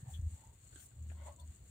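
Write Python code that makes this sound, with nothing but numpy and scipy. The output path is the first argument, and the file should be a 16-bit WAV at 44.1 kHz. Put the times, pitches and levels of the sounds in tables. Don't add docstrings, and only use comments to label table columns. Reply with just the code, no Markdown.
import sys
import numpy as np
from scipy import signal
from scipy.fft import rfft, irfft
from scipy.io import wavfile
from scipy.ndimage import uniform_filter1d

SR = 44100
rng = np.random.default_rng(int(sys.argv[2]) if len(sys.argv) > 2 else 0)


def generate_wav(sig):
    pcm = np.round(np.clip(np.atleast_2d(sig).T, -1, 1) * 32767).astype(np.int16)
    wavfile.write(sys.argv[1], SR, pcm)


N = 74970
TIME, FREQS = np.arange(N) / SR, np.arange(N // 2 + 1) * SR / N


def from_db(db):
    return 10 ** (np.asarray(db) / 20)


def unit_power(x):
    return x / np.sqrt(np.mean(x ** 2) + 1e-20)


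def curve(points):
    hz, value = np.transpose(points)
    return np.interp(np.log(FREQS + 1), np.log(hz), value)


def colour(x, eq, tilt_db_per_octave=0):
    low_hz, high_hz = eq[0][0], eq[-1][0]
    gain = from_db(curve(eq) + tilt_db_per_octave * np.log2(np.clip(FREQS, low_hz, high_hz)))
    skirts = 1 / (1 + (FREQS / (2 * high_hz)) ** 4) / (1 + (0.5 * low_hz / (FREQS + 1)) ** 4)
    return unit_power(irfft(rfft(x) * gain * skirts, N))


# frequency_hz, left_right_correlation
STEREO_IMAGE = [(60, 0.98), (150, 0.98), (350, 0.65), (700, 0.36), (1500, 0.067), (4000, 0)]
def noise():
    mid, side = rfft(rng.standard_normal((2, N)))
    alike = curve(STEREO_IMAGE)
    return irfft(np.sqrt(1 + alike) * mid + np.sqrt(1 - alike) * side * [[1], [-1]], N)


def drift(rate_hz):
    return unit_power(irfft(rfft(rng.standard_normal(N)) / (1 + (FREQS / rate_hz) ** 2), N))


def grains(per_s=4600, spread_db=-4):
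    onsets = rng.random(N) < per_s / SR
    sizes = from_db(spread_db * np.minimum(rng.exponential(1, N), 4))
    return unit_power(onsets * sizes * rng.standard_normal((2, N)))


def pan(db):
    return from_db([[db / 2], [-db / 2]])


def swell(peak_s, rise_s, fall_s, db):
    width_s = np.where(TIME < peak_s, rise_s, fall_s)
    return from_db(db) * np.exp(-((TIME - peak_s) / width_s) ** 2)


def burst(start_s, decay_s, db, attack_s=0.00045):
    age = np.maximum(TIME - start_s, 0)
    return from_db(db) * (1 - np.exp(-age / attack_s)) * np.exp(-age / decay_s)


def resonate(x, hz, width_hz):
    carrier = np.exp(2j * np.pi * np.cumsum(hz * np.ones(N)) / SR)
    pole = np.exp(-1.5 * np.pi * width_hz / SR)
    baseband = signal.lfilter([1], [1, -2 * pole, pole * pole], x / carrier)
    return unit_power((baseband * carrier).real)


def reflections(x, count=14, longest_s=0.009, echo_db=-6):
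    delays_s = rng.uniform(0.1046, 1, (2, count, 1)) * longest_s
    signs = rng.choice([-1, 1], (2, count, 1))
    echoes = (signs * np.exp(-2j * np.pi * FREQS * delays_s)).sum(1) / np.sqrt(count)
    gain = from_db(echo_db)
    return irfft(rfft(x) * (1 + gain * echoes) / np.sqrt(1 + gain ** 2), N)


# frequency_hz, gain_db
ROOM_EQ = [(100, 16.5), (250, -59), (500, -7), (1000, -2.5), (2000, -5), (4300, 4.5), (5200, -54),
           (8000, -61.5), (10500, -48), (15000, 13)]
def room_tone(level_db=-75.5):
    return from_db(level_db) * colour(noise(), ROOM_EQ)


# time_s, level_db
HUM_FADER = [(0.9, -86.5), (0.97, -58.5), (1.01, -44.5), (1.12, -45.5), (1.31, -52.5), (1.355, -76.5),
             (1.435, -47), (1.5, -59), (1.63, -71), (1.7, -61)]
def low_hum(pitch_hz=77.7, waver=0.02):
    level_db = np.interp(TIME, *np.transpose(HUM_FADER))
    phase = 2 * np.pi * np.cumsum(pitch_hz * (1 + waver * drift(9.3))) / SR
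    return np.sqrt(2) * from_db(level_db) * np.sin(phase)


# peak_s, rise_s, fall_s, level_db, pitch_hz
THUMP_CUES = [(0.033, 0.0037, 0.0095, -43.5, 117), (0.082, 0.0096, 0.014, -43.5, 121),
              (0.149, 0.027, 0.11, -44.5, 76.86), (0.197, 0.0057, 0.016, -35, 82.5),
              (0.234, 0.0079, 0.048, -34.5, 77.8), (0.271, 0.0054, 0.014, -35.5, 75.4),
              (0.336, 0.017, 0.018, -42.5, 82.2), (0.483, 0.0073, 0.025, -54, 64),
              (0.786, 0.017, 0.023, -61, 89.5), (0.99, 0.072, 0.16, -56.5, 117),
              (1.499, 0.017, 0.011, -49, 72)]
def handling_thumps():
    return np.sqrt(2) * sum(swell(peak, rise, fall, db) * np.cos(2 * np.pi * hz * (TIME - peak))
                            for peak, rise, fall, db, hz in THUMP_CUES)


def burr(bass, level_db=-71):
    motion = unit_power(np.sqrt(np.abs(uniform_filter1d(np.abs(bass), size=5000))))
    return from_db(level_db) * motion * resonate(noise(), hz=175, width_hz=70)


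# frequency_hz, gain_db
RUMBLE_EQ = [(33, -33), (44, -13), (62, -4.5), (80, -6.5), (115, -6.5), (170, -23.5), (260, -26),
             (450, -30.5)]
def hand_rumble(level_db=-61.5, wobble_db=2):
    return colour(noise(), RUMBLE_EQ) * from_db(level_db + wobble_db * drift(25))


# frequency_hz, gain_db
KNOCK_EQ = [(280, -12), (650, -10), (1150, -12), (1580, 11), (2000, -13), (3300, 2.5), (4400, -7),
            (5200, -28)]
# start_s, level_db, pan_db, brightness_db_per_octave, spot_pitch_hz
KNOCK_CUES = [(0.727, -64, -1, -7, 290), (0.7584, -59, 2.5, -1.5, 282), (0.777, -68.5, 7.5, 1, 1580),
              (0.797, -69, 3, 6, 3400), (0.823, -74.5, -11, 10.5, 1630), (0.914, -68, -3.5, -8.5, 250),
              (1.099, -62.5, 8.5, -9, 2160), (1.1159, -61.5, 2.5, -6.5, 700), (1.37, -73, 12, -15.5, 388)]
def brush_knocks(decay_s=0.01, ring_hz=1560, ring_s=0.0087, ring_db=-7, spot_db=-2):
    contact = noise()
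    out = 0
    for start, db, pan_db, tilt, hz in KNOCK_CUES:
        spot = from_db(spot_db) * resonate(contact, hz, width_hz=0.42 * hz)
        tick = (colour(contact, KNOCK_EQ, tilt) + spot) * burst(start, decay_s, db)
        ring = np.sin(2 * np.pi * ring_hz * (TIME - start)) * burst(start, ring_s, db + ring_db + tilt)
        out += (tick + ring) * pan(pan_db)
    return out


def body_ring(friction, modes):
    return unit_power(sum(from_db(db) * resonate(friction, hz, width) for hz, width, db in modes))


# pitch_hz, width_hz, gain_db
LOW_MODES = [(577.6, 31, 9), (617, 22.5, 5.5), (676, 17.4, 5)]
HIGH_MODES = [(1487, 210, -1.5), (2000, 320, 1.5), (3120, 760, -3)]
# peak_s, rise_s, fall_s, level_db, pan_db,
# hollow_pitch_hz, hollow_width_hz, low_modes_db, high_modes_db
RUB_CUES = [(0.082, 0.03, 0.05, -66, -8, 797, 148, -17, -28),
            (0.439, 0.09, 0.073, -69, -4, 889, 94, -9.5, -11),
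            (1.219, 0.049, 0.074, -64.5, 3, 938, 80, -3, -2),
            (1.264, 0.0024, 0.039, -49.5, -0.5, 886, 139, 0, -12.5),
            (1.312, 0.12, 0.041, -65.5, 8, 1085, 45.6, 0.5, -20),
            (1.411, 0.023, 0.031, -66.5, 10.5, 975, 41.5, 0, -19)]
def paddle_rubs(glide_per_s=0.31, centre_mix=0.72):
    out = 0
    for peak, rise, fall, db, pan_db, hz, width, low_db, high_db in RUB_CUES:
        friction = noise() + centre_mix * rng.standard_normal(N)
        low = from_db(low_db) * body_ring(friction, LOW_MODES)
        high = from_db(high_db) * body_ring(friction, HIGH_MODES)
        hollow = resonate(friction, hz * np.exp(glide_per_s * (TIME - peak)), width)
        out += unit_power(hollow + low + high) * swell(peak, rise, fall, db) * pan(pan_db)
    return out


# frequency_hz, gain_db
SWISH_EQ = [(4500, -18.5), (6500, 5), (9000, 5), (10800, -6), (13000, -3.5), (15200, 4.5)]
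# peak_s, rise_s, fall_s, level_db, pan_db
SWISH_CUES = [(0.125, 0.035, 0.063, -63, -0.5), (0.822, 0.038, 0.044, -69, 29.5),
              (1.401, 0.0093, 0.021, -74, 23)]
def hair_swishes(friction):
    envelope = sum(swell(*shape) * pan(pan_db) for *shape, pan_db in SWISH_CUES)
    return colour(friction, SWISH_EQ) * envelope


# peak_s, rise_s, fall_s, level_db, pan_db, pitch_hz, width_hz
SCRAPE_CUES = [(0.1395, 0.0031, 0.029, -59.5, 8, 3334, 260), (1.403, .008, 0.014, -69, 12.5, 3540, 110),
               (1.408, 0.016, 0.03, -75, 8.5, 4300, 300), (0.765, 0.11, 0.064, -75, 1, 4300, 160),
               (0.11, 0.34, 0.1, -77, -1.5, 1740, 160)]
def pin_scrapes(friction):
    return sum(resonate(friction, hz, width) * swell(*shape) * pan(pan_db)
               for *shape, pan_db, hz, width in SCRAPE_CUES)


# peak_s, rise_s, fall_s, level_db
DRAG_CUES = [(0.014, 0.058, 0.023, -65.5), (0.126, 0.072, 0.068, -61.5), (0.334, 0.083, 0.15, -64),
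             (0.70, 0.16, 0.25, -66.5), (0.804, 0.086, 0.049, -61), (1.11, 0.1, 0.15, -69),
             (1.274, 0.046, 0.056, -60), (1.518, 0.068, 0.086, -65.5), (1.69, 0.061, 0.086, -66)]
def drag_level(floor_db=-73.5):
    return 10 * np.log10(from_db(floor_db) ** 2 + sum(swell(*cue) ** 2 for cue in DRAG_CUES))


# frequency_hz, gain_db
COAT_EQ = [(250, 8), (600, -30), (1150, 1), (1600, 0.5), (2400, -0.5), (3400, -0.5), (3900, -4),
           (4300, 1.5), (5000, -11.5), (11000, -11.5), (15000, -6.5)]
def coat_rustle(drag_db, level_db=-73.5, follow=0.59):
    rustle = colour(noise() + grains(per_s=1500, spread_db=1.5), COAT_EQ)
    return rustle * from_db(level_db + follow * (drag_db - drag_db.mean())) * pan(2)


def crackle(drag_db, decay_s, per_s=120, level_db=-75.5, follow=0.55):
    impulses = (rng.random(N) < per_s / SR) * rng.random(N)
    snaps = signal.lfilter([1], [1, -np.exp(-1 / (decay_s * SR))], impulses)
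    return unit_power(snaps) * from_db(level_db + follow * (drag_db - drag_db.mean()))


# frequency_hz, gain_db
BRISTLE_LEFT_EQ = [(5000, -30.5), (6100, -22), (6800, -5.5), (7250, -3.5), (7900, -8), (8700, -15),
                   (9700, -30.5), (12000, -26)]
BRISTLE_RIGHT_EQ = [(5000, -20.5), (6500, -14), (7400, -9.5), (8050, 8.5), (8600, 1), (9300, -16.5),
                    (10200, -16), (13000, -41)]
# start_s, level_db, pan_db
FLICK_CUES = [(0.213, -57.5, 7), (0.3084, -60, -8), (0.7590, -54, -11.5), (0.809, -57.5, -9),
              (0.8604, -58, -15), (1.3618, -58.5, -1), (1.399, -54.5, -4), (1.5600, -59, 11)]
def bristles(drag_db, trim_db=-1.5, hiss_mix=0.98, flutter_db=2.15, pan_db=3, flick_decay_s=0.0027):
    texture = unit_power(grains() + hiss_mix * noise())
    slips = texture * from_db(drag_db + trim_db + flutter_db * drift(38)) * pan(pan_db)
    snaps = crackle(drag_db, decay_s=flick_decay_s / 2) * pan(pan_db)
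    flicks = sum(burst(start, flick_decay_s, db) * pan(side_db) for start, db, side_db in FLICK_CUES)
    left, right = slips + noise() * (snaps + flicks)
    return np.array([colour(left, BRISTLE_LEFT_EQ) * left.std(),
                     colour(right, BRISTLE_RIGHT_EQ) * right.std()])


def scene():
    drag_db = drag_level()
    fur = bristles(drag_db) + coat_rustle(drag_db)
    friction = noise() + 0.5 * grains()
    brushing = reflections(fur + hair_swishes(friction) + pin_scrapes(friction))
    paddle = paddle_rubs() + brush_knocks()
    bass = handling_thumps() + low_hum()
    low_end = (bass + burr(bass) + hand_rumble()) * pan(0.96)
    return room_tone() + low_end + paddle + brushing


def record(dry, cutoff_hz=15600):
    return irfft(rfft(dry) / np.sqrt(1 + (FREQS / cutoff_hz) ** 200), N)


dry = scene()
out = record(dry)
generate_wav(out)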